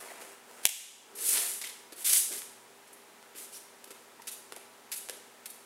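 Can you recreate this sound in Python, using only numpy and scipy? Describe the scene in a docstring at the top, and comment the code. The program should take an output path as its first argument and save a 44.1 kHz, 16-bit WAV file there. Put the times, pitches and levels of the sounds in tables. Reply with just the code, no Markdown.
"""Barefoot martial arts drill

In a hard-walled hall with humming ventilation, a cotton uniform rustles through a kick and one sharp
slap cracks. Bare soles hiss round in two pivots on a vinyl-covered foam mat, then light steps scuff and
pat away. Automatic gain control turns everything down for a moment after the slap."""
import sys
import numpy as np
from scipy import signal
from scipy.fft import rfft, irfft
from scipy.io import wavfile
from scipy.ndimage import uniform_filter1d, minimum_filter1d

SR = 44100
rng = np.random.default_rng(int(sys.argv[2]) if len(sys.argv) > 2 else 0)


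def inscribe(sig):
    """Save sig as 16-bit PCM at rate SR to the path in sys.argv[1].

    A 1-D sig is mono; a 2-D sig holds one channel per row.
    Samples are clipped to [-1, 1] before scaling.
    """
    pcm = np.round(np.clip(np.atleast_2d(sig).T, -1, 1) * 32767)
    wavfile.write(sys.argv[1], SR, pcm.astype(np.int16))


N = 249284

# the fine hiss of skin sliding on vinyl: (frequency [Hz], level [dB])
HISS_SPECTRUM = [(100, -62), (1000, -38), (3000, -16.5), (5500, -12), (7000, -7), (8600, -2), (10200, 0),
                 (12000, -3), (13500, -8.5), (15700, -17.5)]
# the lower, rougher sound of hard rubbing: (frequency [Hz], level [dB])
RASP_SPECTRUM = [(40, -48), (150, -33), (400, -3.5), (900, -10.5), (1500, -1), (2200, 2), (3500, 1.5),
                 (5000, 2), (8000, -3.5), (16000, -39)]
# the dull pat of the foam mat: (frequency [multiple of its pitch], level [dB])
MAT_SPECTRUM = [(.15, -33.5), (.45, -19.5), (.75, -5), (1, 4), (1.3, -3), (1.9, -19), (3.5, -9.5), (7, -29),
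                (30, -66)]
# feet landing on the mat: (time [s], relative pat level [dB], pat pitch [Hz], skid level [dB])
LANDINGS = [(.111, -41, 686, -61), (.213, -44, 483, -46.5), (1.922, -45.5, 373, -45),
            (3.349, -48.5, 387, -53), (3.872, -51.5, 375, -57), (3.905, -44.5, 402, -45),
            (4.521, -45, 404, -49), (4.561, -44.5, 690, -54), (5.094, -41, 480, -46)]


def amp(db):
    """Turn decibels into a factor to multiply by."""
    return 10 ** (np.asarray(db) / 20)


def unit(x):
    """Scale a signal to an average power of 1."""
    return x / np.sqrt(np.mean(x ** 2) + 1e-20)


def value_at(points, hz):
    """Look up a table's value at hz, on a log-frequency axis."""
    freqs, values = np.transpose(points)
    return np.interp(np.log(hz + 1), np.log(freqs + 1), values)


def add(mix, start_s, sound):
    """Mix a sound in at its start time."""
    part = mix[max(round(start_s * SR), 0):][:len(sound)]
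    part += sound[:len(part)]


def colour(x, spectrum, tilt_db=0, size=2048):
    """Give x the tone of a spectrum, tilted by tilt_db per octave; the filter has an energy of 1."""
    hz = abs(np.fft.fftfreq(size, 1 / SR))
    log_gain = np.log(amp(value_at(spectrum, hz) + tilt_db * np.log2(hz + 1)))
    ring = np.fft.ifft(np.exp(np.conj(signal.hilbert(log_gain)))).real  # rings after a hit, not before
    return signal.fftconvolve(x, ring / np.linalg.norm(ring))[:N]


def drift(n, hz):
    """A random wobble of about size 1 that turns hz times a second."""
    position = np.arange(n) * hz / SR
    return np.interp(position, np.arange(N // 10), rng.standard_normal(N // 10))


def grains(n, per_s, spread_db):
    """Rubbing surfaces catch and let go, making tiny clicks of uneven size."""
    chance, size, sign = rng.random(n), rng.standard_normal(n), rng.choice([-1, 1], n)
    return unit((chance < per_s / SR) * sign * amp(spread_db * np.clip(size, -2, 2)))


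def burst(length_s, passes=6):
    """A brief contact: noise with its energy spread evenly over all frequencies."""
    window = signal.windows.tukey(max(round(length_s * SR), 10), .4)
    noise = rng.standard_normal(len(window))
    for _ in range(passes):
        phases = np.angle(rfft(noise * window, 2 * len(noise)))
        noise = irfft(np.exp(1j * phases))[:len(noise)]
    return unit(noise * window)


def sweep(length_s, swell_db, peak_s, fade_db_per_s, contact_s=.0098, release_share=.23):
    """The loudness of one limb movement: it starts quickly, swells to a peak, fades and lets go."""
    t = np.arange(0, length_s, 1 / SR)
    db = -swell_db * np.maximum(1 - t / peak_s, 0) - fade_db_per_s * np.maximum(t - peak_s, 0)
    return amp(db) * np.minimum(t / contact_s, 1) * np.minimum((1 - t / length_s) / release_share, 1)


def rub(strokes, rasp_tilt_db=0):
    """Short rubs on the mat, part hiss and part rasp, that catch quickly and let go."""
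    hiss, rasp = np.zeros((2, N))
    for start, db, length, rasp_share in strokes:
        n = round(length * SR)
        loudness = amp(db) * np.interp(np.linspace(0, 1, n), [0, .08, .7, 1], [.83, .87, .67, .41])
        add(hiss, start, np.sqrt(1 - rasp_share) * loudness * grains(n, per_s=12000, spread_db=5.3))
        add(rasp, start, np.sqrt(rasp_share) * loudness * grains(n, per_s=2500, spread_db=5.4))
    return colour(hiss, HISS_SPECTRUM) + colour(rasp, RASP_SPECTRUM, rasp_tilt_db)


def ventilation(air_db=-56.5, waver_db=2.0, wander_radians=.52):
    """Air rushes steadily while a motor hums with slightly wavering tones."""
    # moving air: (frequency [Hz], relative level [dB])
    air_spectrum = [(25, -32), (70, -26), (125, -15.5), (160, -14), (230, -5.5), (400, 0), (900, -1.5),
                    (1900, -4), (3000, -8), (5000, -11.5), (9500, -11), (15500, -19)]
    # the motor's tones: (frequency [Hz], level [dB])
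    motor_tones = [(120, -85.5), (199, -81), (220, -81.5), (241, -74), (398.4, -69), (479, -74),
                   (792, -77.5), (844, -72.5), (963.6, -70.5), (1320, -75)]
    t = np.arange(N) / SR
    hum = np.zeros(N)
    for hz, db in motor_tones:
        height = np.sqrt(2) * amp(db + waver_db * drift(N, hz=3.06))
        hum += height * np.sin(2 * np.pi * hz * t + wander_radians * drift(N, hz=3.95))
    return amp(air_db) * colour(rng.standard_normal(N), air_spectrum) + hum


def hall(x, echo_db, floor_db, floor_delay_s=.003, far_walls_s=.03, early_db=-8):
    """Sound arrives directly, off the floor, then as echoes that thicken once the far walls answer."""
    # first echoes off the ceiling, walls and gear: (delay [s], relative level [dB], length [s])
    first_echoes = [(.0032, -13, 0.00065), (.009, -11.5, 0.0021), (.011, -17, 0.0043),
                    (.016, -15.5, 0.0045), (.025, -30, .005), (0.035, -19, .008)]
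    # how the hall rings: (frequency [Hz], time to fade by 60 dB [s], relative level [dB])
    hall_bands = [(150, 0.57, -7), (499, 0.43, -2), (1210, 0.65, -3.5), (3200, 0.67, 1), (4850, 0.7, -1),
                  (7100, 0.65, 1), (11000, 0.52, 1), (15900, .38, 1.5)]
    t = np.arange(SR) / SR
    hz, frame_s, noise_bands = signal.stft(rng.standard_normal(SR), SR, nperseg=256)
    fade_s = value_at([(f, seconds) for f, seconds, _ in hall_bands], hz)[:, None]
    tail = signal.istft(noise_bands * amp(-60 * frame_s / fade_s), SR, nperseg=256)[1][:SR]
    tail *= amp(early_db * (t < far_walls_s)) * (t > floor_delay_s)
    walls = amp(echo_db) * tail / np.linalg.norm(tail)
    for delay, db, length in first_echoes:
        scatter = burst(length)
        add(walls, delay, amp(db) * scatter / np.linalg.norm(scatter))
    response = colour(walls, [(f, db) for f, _, db in hall_bands])  # mats and walls soak up the lows
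    response[0] += 1  # the direct sound
    add(response, floor_delay_s, amp([floor_db]))
    return signal.fftconvolve(x, response)[:N]


def uniform_rustle(gain_db=-5, flap_db=.5):
    """Folds of heavy cotton buckle in clumps as the limbs swing."""
    # limb swings: (time [s], length [s], swell [dB], relative level [dB], peak after [s])
    swings = [(0, 0.29, -4, -43.5, 0.016), (.2, 0.17, -5, -47, .015), (.47, 0.21, 3, -50, 0.19),
              (1.32, 0.18, 2, -43, 0.05)]
    # rustling cotton: (frequency [Hz], level [dB])
    cotton_spectrum = [(40, -56), (100, -26), (250, -9), (480, -0.5), (750, -2), (1200, -2.5), (2200, -6),
                       (4000, -15.5), (10000, -8.5), (16000, -23)]
    out = np.zeros(N)
    for start, length, swell_db, db, peak_s in swings:
        swing = sweep(length, swell_db, peak_s, fade_db_per_s=29)
        n = len(swing)
        flapping = amp(db + gain_db + flap_db * drift(n, hz=90))
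        add(out, start, swing * flapping * grains(n, per_s=4000, spread_db=5.7))
    return colour(out, cotton_spectrum)


def sleeve_snaps():
    """A loose sleeve is jerked tight at the end of a strike and cracks."""
    # cracks of the sleeve: (time [s], level [dB])
    snaps = [(1.3714, -32), (1.3776, -34)]
    out = np.zeros(N)
    for start, db in snaps:
        add(out, start, amp(db) * burst(length_s=.004))
    return colour(out, RASP_SPECTRUM, tilt_db=-2)


def foot_pats(gain_db=-2, pat_s=.015):
    """A foot presses into the foam with a soft pat, lower for a flatter foot."""
    out = np.zeros(N)
    for time, db, hz, _ in LANDINGS:
        push = burst(pat_s)
        push *= amp(db + gain_db) * np.exp(-np.linspace(0, 1, len(push)))
        pat = colour(push, np.array(MAT_SPECTRUM) * [hz, 1])
        add(out, time - pat_s / 6, pat)  # each pat begins a moment before its listed time
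    return out


def landing_skids(length_s=.016, rasp_share=.39):
    """Each landing foot skids a little as it settles."""
    return rub([(start, db, length_s, rasp_share) for start, _, _, db in LANDINGS])


def scuffs():
    """Skin and hem brush briefly against the mat."""
    # light touches: (time [s], level [dB], length [s], share of rasp [0-1])
    touches = [(.002, -49, .03, 0.16), (.632, -44.5, .038, 0.35), (1.1535, -45, 0.0064, 0.13),
               (1.184, -41.5, 0.024, 0.3), (2.131, -18, .0081, .04), (2.872, -58, 0.022, 0.3),
               (2.929, -50.5, .016, 0), (3.842, -41.5, .0044, 0.23), (4.2195, -47, 0.0077, .45)]
    return rub(touches)


def strides(rasp_share=.29, repeat_lag_s=.0445, repeat_db=-5):
    """A walking sole skims the mat; a fainter hiss follows about 45 ms later, like a far-wall echo."""
    # skims of the sole: (time [s], level [dB], length [s])
    skims = [(4.271, -36.5, .028), (4.916, -34, 0.033), (5.4574, -36, 0.0093)]
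    soles = [(start, db, length, rasp_share) for start, db, length in skims]
    repeats = [(start + repeat_lag_s, db + repeat_db, length, 0) for start, db, length in skims]
    return rub(soles + repeats, rasp_tilt_db=1.5)


def skin_ticks():
    """Bare skin ticks dryly and brightly on the vinyl, mostly as a foot lands."""
    # ticks of the sole: (time [s], level [dB], tilt towards the treble [dB per octave])
    ticks = [(2.419, -37, -1), (3.227, -48, -4), (4.5225, -35, -3), (4.563, -39, 5), (5.0874, -35.5, -2),
             (5.0965, -30, 0.5)]
    # skin ticking on vinyl: (frequency [Hz], level [dB])
    tick_spectrum = [(20, -67), (100, -31), (500, -4), (2200, 1.5), (6000, -1.5), (11000, 4), (16000, -22)]
    out = np.zeros(N)
    for start, db, tilt_db in ticks:
        add(out, start, colour(amp(db) * burst(length_s=.0016), tick_spectrum, tilt_db))
    return out


def squeaks(overtone_db=-7, pitch_wobble=.068):
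    """Skin sticks and slips on the vinyl so regularly that it makes a tiny, unsteady tone."""
    # squeaks of the sole: (time [s], level [dB], length [s], pitch [Hz])
    chirps = [(0.081, -52.5, .012, 2200), (0.099, -52, 0.012, 2020), (1.634, -42.5, 0.017, 2158),
              (1.651, -50.5, 0.017, 3080), (3.53, -56, 0.053, 5500), (4.194, -51, .013, 938)]
    out = np.zeros(N)
    for start, db, length, hz in chirps:
        n = round(length * SR)
        pitch = hz * (1 + pitch_wobble * drift(n, hz=815))
        phase = 2 * np.pi * np.cumsum(pitch) / SR
        tone = np.sin(phase) + amp(overtone_db) * np.sin(2 * phase)
        add(out, start, amp(db) * unit(np.hanning(n) * tone))
    return out


def foam_twist(gain_db=-3, pitch_hz=410):
    """The standing foot drags the foam round in small jerks."""
    # turns of the foot: (time [s], length [s], swell [dB], relative level [dB], peak after [s])
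    turns = [(1.031, 0.35, 13, -49.5, 0.28), (1.459, 0.13, 10, -52.5, 0.078),
             (2.297, 0.082, 0, -45.5, .015)]
    out = np.zeros(N)
    for start, length, swell_db, db, peak_s in turns:
        turn = sweep(length, swell_db, peak_s, fade_db_per_s=90)
        add(out, start, amp(db + gain_db) * turn * grains(len(turn), per_s=1500, spread_db=1.7))
    return colour(out, np.array(MAT_SPECTRUM) * [pitch_hz, 1])


def braking_stutter(start_s=1.615, every_s=.0245, slip_s=.016, first_db=-36, fade_db=1.7, rasp_share=.44):
    """As the first pivot ends, the sole catches and slips four times, each weaker than the last."""
    return rub([(start_s + k * every_s, first_db - k * fade_db, slip_s, rasp_share) for k in range(4)])


def sole_slides(hiss_gain_db=-2, rasp_gain_db=-4, judder_db=1.27):
    """Skin skates over the grain of the vinyl: speed makes it hiss, weight makes it rasp lower."""
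    # sliding soles: (time [s], length [s], swell [dB], relative hiss level [dB], fastest after [s],
    # relative rasp level [dB], heaviest after [s], rasp tilt [dB per octave])
    slides = [(1.149, 0.5, 22, -25, 0.14, -34, .21, -1.2),
              (1.953, 0.092, 11.5, -40, 0.075, -48, 0.063, -3.5),
              (2.042, 0.18, 3, -23, 0.18, -31, 0.069, 1.8), (2.312, .1, 1, -37, 0.016, -42, .015, -0.5),
              (3.351, 0.12, 9, -43.5, 0.032, -49, 0.026, -2),
              (3.515, 0.078, 5, -45.5, 0.057, -50, .045, 3.5)]
    hiss, rasp = np.zeros((2, N))
    for start, length, swell_db, hiss_db, fastest_s, rasp_db, heaviest_s, tilt_db in slides:
        speed = sweep(length, swell_db, fastest_s, fade_db_per_s=54.5)
        weight = sweep(length, swell_db, heaviest_s, fade_db_per_s=96)
        n = len(speed)
        grip = amp(judder_db * drift(n, hz=200))
        fine = speed * grip * grains(n, per_s=12000, spread_db=4.3)
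        coarse = weight * grip * grains(n, per_s=3000, spread_db=4.3)
        add(hiss, start, amp(hiss_db + hiss_gain_db) * fine)
        add(rasp, start, amp(rasp_db + rasp_gain_db) * colour(coarse, RASP_SPECTRUM, tilt_db))
    return colour(hiss, HISS_SPECTRUM) + rasp


def slap():
    """A hand cracks against the body and squeezes the air out."""
    # a graze, then the full hit: (time [s], level [dB], length [s])
    contacts = [(0.6524, -8, .0011), (0.6537, 6.5, 0.00115)]
    # the crack, with trapped air ringing near 3 kHz: (frequency [Hz], level [dB])
    slap_spectrum = [(40, -20), (300, -15.5), (750, -1.5), (1200, -9), (1750, -4.5), (2500, 3.5), (3150, 6),
                     (4400, -2.5), (5400, 0), (6600, 3), (9000, 4), (11400, 4), (13200, -2.5),
                     (16000, -8.5)]
    out = np.zeros(N)
    for start, db, length in contacts:
        add(out, start, amp(db) * burst(length))
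    return colour(out, slap_spectrum)


def scene():
    """Mix the drill over the ventilation; each spot on the mat gets its own pattern of echoes."""
    strike = hall(slap(), echo_db=-13.5, floor_db=-13.5)
    turning = sole_slides() + foam_twist() + uniform_rustle() + sleeve_snaps()
    moved = np.interp(np.arange(N) / SR, [1.75, 1.95], [0, 1])  # to a new spot between the pivots
    pivots = sum(hall(turning * share, echo_db=-5.5, floor_db=-23) for share in (1 - moved, moved))
    skin = scuffs() + strides() + braking_stutter() + landing_skids() + skin_ticks() + squeaks()
    steps = hall(skin, echo_db=-5.5, floor_db=-26)
    pats = hall(foot_pats(), echo_db=.5, floor_db=-19)
    return (strike + pivots + steps + pats + ventilation())[None]


def record(dry, ceiling_db=-.5, recover_db_per_s=33, cutoff_hz=15850):
    """Gain control turns down just before a loud peak and recovers slowly; the highest treble is cut."""
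    peak_db = 20 * np.log10(1e-9 - minimum_filter1d(-abs(dry[0]), size=130))
    recovery_db = np.arange(N) / SR * recover_db_per_s
    held_peak_db = np.maximum.accumulate(peak_db + recovery_db) - recovery_db
    excess_db = np.maximum(held_peak_db - ceiling_db, 0)
    turned_down = dry / amp(uniform_filter1d(excess_db, size=30))
    low_pass = signal.firwin(511, cutoff_hz, window=("kaiser", 9), fs=SR)
    return signal.oaconvolve(turned_down, low_pass[None], "same")


dry = scene()
out = record(dry)
inscribe(out)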